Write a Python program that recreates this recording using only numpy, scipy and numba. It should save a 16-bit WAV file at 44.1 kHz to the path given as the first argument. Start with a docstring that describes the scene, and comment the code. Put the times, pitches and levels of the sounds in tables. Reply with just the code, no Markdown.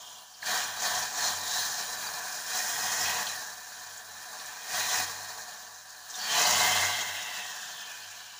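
"""A faint sizzle and a few spits of oil come first, then loud surges of hiss as a small iron pan of hot oil
and garlic is dipped and tipped into a steel pot of curry in a home kitchen. Each dip flashes water to
steam. Countless tiny bursts excite the modes of the pot and of the air hollow between pan, soup and pot
wall, whose pitch moves with the pan. Escaping steam squeals and the pot wall hums.
Both channels carry the same signal."""
import sys
import numpy as np
from scipy import signal
from scipy.fft import rfft, irfft, next_fast_len
from scipy.io import wavfile
from scipy.ndimage import uniform_filter1d
from numba import njit

SR = 44100
rng = np.random.default_rng(int(sys.argv[2]) if len(sys.argv) > 2 else 0)


def generate_wav(sig):
    """Save sig (samples, or channels by samples) to the path in sys.argv[1] as 16-bit PCM at SR."""
    pcm = np.round(np.clip(np.atleast_2d(sig).T, -1, 1) * 32767).astype(np.int16)
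    wavfile.write(sys.argv[1], SR, pcm)


N = 369999


def from_db(db):
    """Amplitude ratio of a level: tenfold per 20 dB."""
    return 10 ** (np.asarray(db) / 20)


def rms_one(x):
    """Normalisation to unit mean power."""
    return x / np.sqrt(np.mean(x ** 2) + 1e-20)


def in_time(rows):
    """Linear interpolation of (t/s, values...) rows: one curve per value column."""
    times, *columns = np.transpose(rows)
    return [np.interp(np.arange(N) / SR, times, column) for column in columns]


def held(starts, holds, levels_db, rise_db_per_s, fall_db_per_s):
    """Exponential growth, hold and decay: the level in dB of the loudest event at each instant."""
    t = np.arange(N) / SR
    shapes = [db - rise_db_per_s * np.maximum(start - t, 0) - fall_db_per_s * np.maximum(t - start - hold, 0)
              for start, hold, db in zip(starts, holds, levels_db)]
    return np.max(shapes, axis=0)


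def drift(hz):
    """Slow random fluctuation: noise through two one-pole low-passes, rms 1."""
    step, settle = 20, 2000
    r = np.exp(-2 * np.pi * hz * step / SR)
    slow = signal.lfilter([1], [1, -2 * r, r * r], rng.standard_normal(N // step + settle + 2))[settle:]
    return np.interp(np.arange(N) / step, np.arange(len(slow)), rms_one(slow))


def coloured(x, spectrum):
    """Spectral shaping by (f/Hz, level/dB) points, rms 1."""
    hz, level_db = np.transpose(spectrum)
    size = next_fast_len(N)
    log_hz = np.log(np.fft.rfftfreq(size, 1 / SR) + 1)
    gain = from_db(np.interp(log_hz, np.log(hz), level_db, left=-99, right=-99))
    return rms_one(irfft(rfft(x, size) * gain, size)[:N])


def resonance(x, hz, width_hz):
    """A damped resonator: two-pole band-pass with unit peak gain."""
    r = np.exp(-np.pi * width_hz / SR)
    feedback = [1, -2 * r * np.cos(2 * np.pi * hz / SR), r * r]
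    return signal.lfilter(np.array([1, 0, -1]) * (1 - r * r) / 2, feedback, x)


@njit
def sliding(x, cosine, r):
    """A damped resonator whose natural frequency moves."""
    y = np.zeros(len(x))
    for i in range(2, len(x)):
        y[i] = (1 - r * r) / 2 * (x[i] - x[i - 2]) + 2 * r * cosine[i] * y[i - 1] - r * r * y[i - 2]
    return y


def lifted(x, modes, waver_db):
    """Modal response: each mode lifts or cuts its band, wavering as the bursts wander over the pot."""
    out = x
    for hz, width_hz, lift_db in modes:
        coupling = from_db(waver_db * drift(10.4))
        out = out + (from_db(lift_db) - 1) * coupling * resonance(x, hz, width_hz)
    return rms_one(out)


def air_modes(x, pitch_hz, modes):
    """Forced resonance of modes (pitch ratio, width/Hz, level/dB), filtered twice for steep skirts."""
    out = 0
    for k, (ratio, width_hz, level_db) in enumerate(modes):
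        cosine = np.cos(2 * np.pi * ratio * pitch_hz / SR)
        r = np.exp(-np.pi * width_hz / SR)
        patch = np.roll(x, 397 * (k + 1))   # a time shift gives each mode its own bursts
        out = out + from_db(level_db) * sliding(sliding(patch, cosine, r), cosine, r ** 2)
    return rms_one(out)


def mains_hum(hz=48.7, level_db=-83):
    """Alternating current gives a faint, steady pure tone."""
    return from_db(level_db) * np.sin(2 * np.pi * hz * np.arange(N) / SR)


def kitchen(x, t60_s=0.21, level_db=-18):
    """Reverberation: reflections from walls and steel ware form a dull, exponentially decaying tail."""
    t = np.arange(SR // 2) / SR
    dull_noise = signal.lfilter([1], [1, -.5], rng.standard_normal(len(t)))
    tail = dull_noise * from_db(-60 * t / t60_s) * (t > .004)
    return from_db(level_db) * signal.fftconvolve(x, tail / np.sqrt(np.sum(tail ** 2)))[:N]


def pot_wall_hum(hiss_db, hz=96, build_s=0.25, rest_db=-80.5, quiet_boil_db=-53):
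    """Forced vibration: one low wall mode builds up with the recent boil and swells now and then."""
    # swells of the hum: t/s, hold/s, peak level/dB
    swells = [(.7, .02, -69), (0.97, .01, -64), (1.316, 0.086, -61), (1.58, .04, -67), (1.96, .01, -67),
              (2.62, 0.027, -82), (2.85, .01, -65), (3.033, .05, -59), (3.27, 0.09, -76),
              (4.077, 0.042, -74), (4.812, .02, -60), (4.994, .03, -57), (5.14, .1, -67),
              (6.555, .02, -52.5), (6.72, 0.15, -50), (7.113, 0.018, -61), (8.074, 0.027, -72)]
    span = round(build_s * SR)
    recent_db = uniform_filter1d(hiss_db, span, origin=(span - 1) // 2)
    driven_db = rest_db + 0.42 * (recent_db - quiet_boil_db) + 3 * drift(3.3)
    swell_db = held(*np.transpose(swells), rise_db_per_s=200, fall_db_per_s=124)
    phase = 2 * np.pi * hz * np.arange(N) / SR + .7 * drift(3.5)
    return (from_db(driven_db) + from_db(swell_db)) * np.sqrt(2) * np.sin(phase)


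def oil_spits():
    """Transient excitation: a bursting drop gives a puff of band noise that swells and dies away."""
    # single spits of oil: t/s, peak level/dB, f/Hz, width/Hz, swell time/s
    spits = [(0.337, -41, 4800, 1200, .006), (.421, -37, 4300, 600, .0012),
             (0.4262, -28.5, 1720, 260, 0.0015), (2.06, -31.5, 4650, 200, 0.0052),
             (3.266, -30, 3140, 600, 0.0056), (3.266, -28, 4320, 500, .004),
             (3.796, -32, 6300, 2500, .0015), (3.973, -34, 7000, 2000, 0.0036),
             (4.225, -47, 9000, 5000, 0.0059), (4.395, -34.5, 4130, 1500, 0.0037),
             (4.458, -32, 7000, 3000, 0.0018), (5.903, -36, 6000, 3000, .002),
             (6.097, -31, 6300, 1800, 0.0057), (6.138, -35, 3720, 700, .006),
             (6.152, -29, 6440, 2000, 0.0039), (6.186, -33.5, 5500, 3000, 0.0048),
             (7.463, -31, 5930, 2500, 0.0019)]
    length = 1800
    t = np.arange(length) / SR
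    out = np.zeros(N + length)
    for start, peak_db, hz, width_hz, swell_s in spits:
        crackle = rng.standard_normal(length) * t * np.exp(-t / swell_s)
        puff = resonance(resonance(crackle, hz, width_hz), hz, width_hz)
        out[round(start * SR):][:length] += from_db(peak_db) * puff / np.abs(puff).max()
    return out[:N]


def steam_squeal(air):
    """Flow noise: steam squeezed out from under the pan squeals in a narrow, gliding band."""
    # squeals: t/s, hold/s, first f/Hz, last f/Hz, level/dB over the hiss
    squeals = [(0.525, 0.085, 3830, 4200, -8.5), (1.22, 0.064, 4450, 4270, -5),
               (1.464, 0.16, 3820, 4100, -7), (4.786, 0.044, 3980, 4140, -5), (6.207, 0.037, 4640, 4630, 2),
               (6.85, 1, 4140, 3540, -7.5)]
    start, hold, first_hz, last_hz, level_db = np.transpose(squeals)
    glide_points = np.transpose([start, first_hz, start + hold, last_hz]).reshape(-1, 2)
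    pitch_hz, = in_time(glide_points)
    envelope = from_db(held(start, hold, level_db, rise_db_per_s=300, fall_db_per_s=300))
    return envelope * air_modes(air, pitch_hz, [(0.97, 250, 0)])


def cavities(soup, air, fine, pan_air, waver_db=2):
    """Cavity resonance: the air under the pan and in its bowl rings at pitches that move with the pan."""
    # cavity tuning: t/s, f/Hz of hollow, upper hollow and bowl, then level/dB of each over the hiss
    tuning = [(0, 1750, 2490, 3280, -10.5, -21, -0.5), (.38, 1730, 2450, 3120, -9, -16, -5),
              (.47, 1830, 2440, 3260, -1, -7.5, -5.5), (1.0, 1820, 2460, 3270, -4.5, -10, -10.5),
              (1.5, 1837, 2450, 3250, -7, -18, -14), (2.3, 1715, 2456, 3260, -1.5, -9, -15.5),
              (2.6, 1840, 2490, 3280, -5.5, -15.5, -12.5), (3.1, 1940, 2540, 3240, -5, -9, -14),
              (3.5, 1776, 2500, 3210, -3, -18, -14), (4.5, 1780, 2450, 3290, -2.5, -8, -12.5),
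              (4.85, 1944, 2500, 3250, -4.5, -9, -10), (5.3, 1815, 2460, 3220, -4.5, -14.5, -16),
              (6.1, 1740, 2500, 3170, -4, -16, -9), (6.3, 1840, 2420, 3180, -1.5, -6, -2),
              (6.45, 2070, 2585, 3030, -6.5, -11.5, -6.5), (7.0, 2090, 2690, 3240, 0.8, -8, -3),
              (7.3, 2010, 2730, 3150, -0.7, 0, -2), (7.6, 1790, 2620, 3200, -1.5, -9, -5),
              (8.39, 1720, 2360, 3020, -5, -5.5, -1)]
    # main modes of the hollow: pitch ratio, width/Hz, level/dB
    hollow_modes = [(0.99, 125, 7.5), (0.919, 210, 1.5), (0.856, 370, -3)]
    # upper modes of the hollow: pitch ratio, width/Hz, level/dB
    upper_modes = [(0.99, 99, 1), (1, 1200, -11)]
    # modes of the air in the pan's bowl: pitch ratio, width/Hz, level/dB
    bowl_modes = [(0.878, 70, -6), (.95, 150, -4), (1.003, 111, -1), (1.08, 300, -7)]
    hollow_hz, upper_hz, bowl_hz, hollow_db, upper_db, bowl_db = in_time(tuning)
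    steady_mode = from_db(-4) * air_modes(soup, np.full(N, 1614), [(0.98, 206, 0)])
    hollow = from_db(hollow_db) * (air_modes(air, hollow_hz, hollow_modes) + steady_mode)
    upper = from_db(upper_db + waver_db * drift(5.1)) * air_modes(fine, upper_hz, upper_modes)
    bowl = from_db(bowl_db + waver_db * drift(9.1)) * air_modes(pan_air, bowl_hz, bowl_modes)
    return hollow + upper + bowl


def steam_bursts(per_s, spread_db, jet, flutter_db, common_db):
    """Shot noise: bubbles of uneven size burst at random over a smooth jet, and the swarm flutters."""
    sizes = from_db(spread_db * np.minimum(rng.exponential(1, N), 5)) * rng.choice([-1, 1], N)
    pops = rms_one(sizes * (rng.random(N) < per_s / SR))
    flutter = from_db(common_db + flutter_db * drift(11.8))
    return (pops + jet * rng.standard_normal(N)) * flutter


def boil(soup, air, fine):
    """Source and filter: four bands of burst noise, from seething to spray, excite the pot's modes."""
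    # spectrum of the seething soup: f/Hz, level/dB
    seethe_spectrum = [(25, -36), (70, -28), (112, -21.5), (135, -19), (230, -14.5), (270, -23.5),
                       (380, -21), (520, -20), (700, -5), (1200, -9), (1500, -10), (2100, -19), (3000, -22)]
    # low pot and kitchen resonances, with dips where echoes cancel: f/Hz, width/Hz, lift/dB
    low_modes = [(147, 19, 7.5), (166, 17, -0.5), (204, 8.8, 7.5), (264, 17, -14), (301, 22.4, 9.5),
                 (382, 19, -7), (454, 39, 12), (510, 22, -2), (561, 18, 7), (582, 12, 1), (613, 28, 8),
                 (730, 39, 10.5), (762, 23, -1.5), (790, 52, -15), (831, 45, 5), (859, 41, 4),
                 (965, 52, -4), (989.5, 62, 10), (1118, 54, 8), (1146, 44, -3.5)]
    # spectrum of the simmer: f/Hz, level/dB
    simmer_spectrum = [(2400, -35), (3300, -16), (3650, 0.5), (3850, 3.5), (4800, 0.5), (5300, -14),
                       (7000, -50)]
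    # middle pot modes: f/Hz, width/Hz, lift/dB
    mid_modes = [(3954, 50, 5.4), (3985, 26, 4.5), (4207, 58, 7.1), (4490, 99, 4.9), (4684, 45, 7.7)]
    # spectrum of the hiss: f/Hz, level/dB
    hiss_spectrum = [(1500, -34), (2200, -24), (3400, -12), (4500, -18), (5200, -0.5), (6900, 3),
                     (7500, -2), (8000, -9), (9500, -26), (12000, -51)]
    # high pot modes: f/Hz, width/Hz, lift/dB
    high_modes = [(5070, 150, 8.3), (5480, 115, 6.4), (5840, 34, 10), (6050, 32, 5.2), (6280, 54, 6.8),
                  (6470, 63, 5.9), (6960, 190, 4.6), (7460, 110, 4.8)]
    # spectrum of the fine spray: f/Hz, level/dB
    spray_spectrum = [(6000, -35), (7800, -8.5), (9500, -10), (11000, -11), (13000, -16.5), (14000, -10),
                      (14500, -8.5), (15000, -3), (15400, -1), (16000, -5)]
    # highest pot modes: f/Hz, width/Hz, lift/dB
    top_modes = [(8780, 140, 3.4), (9460, 200, 5.1), (10040, 170, 4.2), (10970, 190, 2.3),
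                 (11960, 130, 2.1)]
    # balance of the bands: t/s, then level/dB over the hiss of seething, simmer and spray
    balance = [(0, -2.5, -6, -4.5), (.38, -3.5, -5, -3), (.47, -2, -1, -4), (.8, -2, -4, -5),
               (1.3, -4, -5, -6.5), (1.6, -7, -4.5, -5), (2.1, 0.5, -3.5, -2), (2.55, -6.5, -5, -4),
               (2.7, -5.5, -9, -4), (3.05, -4, -7.5, -6.5), (3.6, -4.5, -4.5, -3), (4.3, -1, -3, -3),
               (4.9, -4.5, -5.5, -4.5), (5.4, -2, -4.5, -4.5), (6.1, -4.5, -2.5, -3), (6.4, -2, -5, -6),
               (7.1, -2, -5, -4.5), (7.6, -4.5, -5.5, -5.5), (8.39, -5.5, -2, -5)]
    seethe_db, simmer_db, spray_db = in_time(balance)
    seethe = from_db(seethe_db) * lifted(coloured(soup, seethe_spectrum), low_modes, waver_db=1.0)
    simmer = from_db(simmer_db) * lifted(coloured(soup, simmer_spectrum), mid_modes, waver_db=4.5)
    hiss = lifted(coloured(fine, hiss_spectrum), high_modes, waver_db=2.0)
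    spray = from_db(spray_db) * lifted(coloured(air, spray_spectrum), top_modes, waver_db=4.0)
    return seethe + simmer + hiss + spray


def scene():
    """Superposition: boil, cavities and squeal surge together; hums, spits and reverberation add."""
    # strength of the boil, surging with each dip: t/s, hiss level/dB
    surges = [(0.0, -51.5), (0.18, -51), (0.3, -57), (0.4, -55.5), (0.49, -32.5), (0.56, -34.5),
              (0.77, -44), (0.86, -33), (1.0, -35), (1.12, -42.5), (1.24, -30.5), (1.42, -39.5),
              (1.54, -32), (1.7, -36.5), (2.05, -42), (2.45, -43), (2.55, -34.5), (2.64, -35.5),
              (3.11, -32), (3.57, -48), (4.16, -49.5), (4.55, -46), (4.6, -49), (4.79, -33.5), (5.0, -33.5),
              (5.09, -41.5), (5.77, -52), (6.05, -52), (6.26, -38), (6.31, -34.5), (6.38, -28.5),
              (6.63, -30.5), (6.73, -29.5), (7.1, -41.5), (8.01, -48), (8.39, -51.5)]
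    hiss_db = uniform_filter1d(*in_time(surges), round(0.085 * SR))
    common_db = 0.19 * drift(23.0) + 0.85 * drift(31)   # flutter shared by the whole pot
    soup = steam_bursts(3000, spread_db=3.25, jet=0.88, flutter_db=-0.38, common_db=common_db)
    air = steam_bursts(5000, spread_db=2.64, jet=1.0, flutter_db=0.16, common_db=common_db)
    fine = steam_bursts(9000, spread_db=4.0, jet=1.0, flutter_db=-1.0, common_db=common_db)
    pan_air = np.roll(air, 5000)   # another patch of bursts
    sizzle = boil(soup, air, fine) + cavities(soup, air, fine, pan_air) + steam_squeal(pan_air)
    pot = from_db(hiss_db) * sizzle + pot_wall_hum(hiss_db) + oil_spits()
    return np.tile(pot + kitchen(pot) + mains_hum(), (2, 1))


def record(dry, cutoff_hz=15480):
    """Band limiting: a steep low-pass removes the highest treble."""
    return signal.sosfilt(signal.ellip(14, .5, 70, cutoff_hz, fs=SR, output="sos"), dry)


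dry = scene()
out = record(dry)
generate_wav(out)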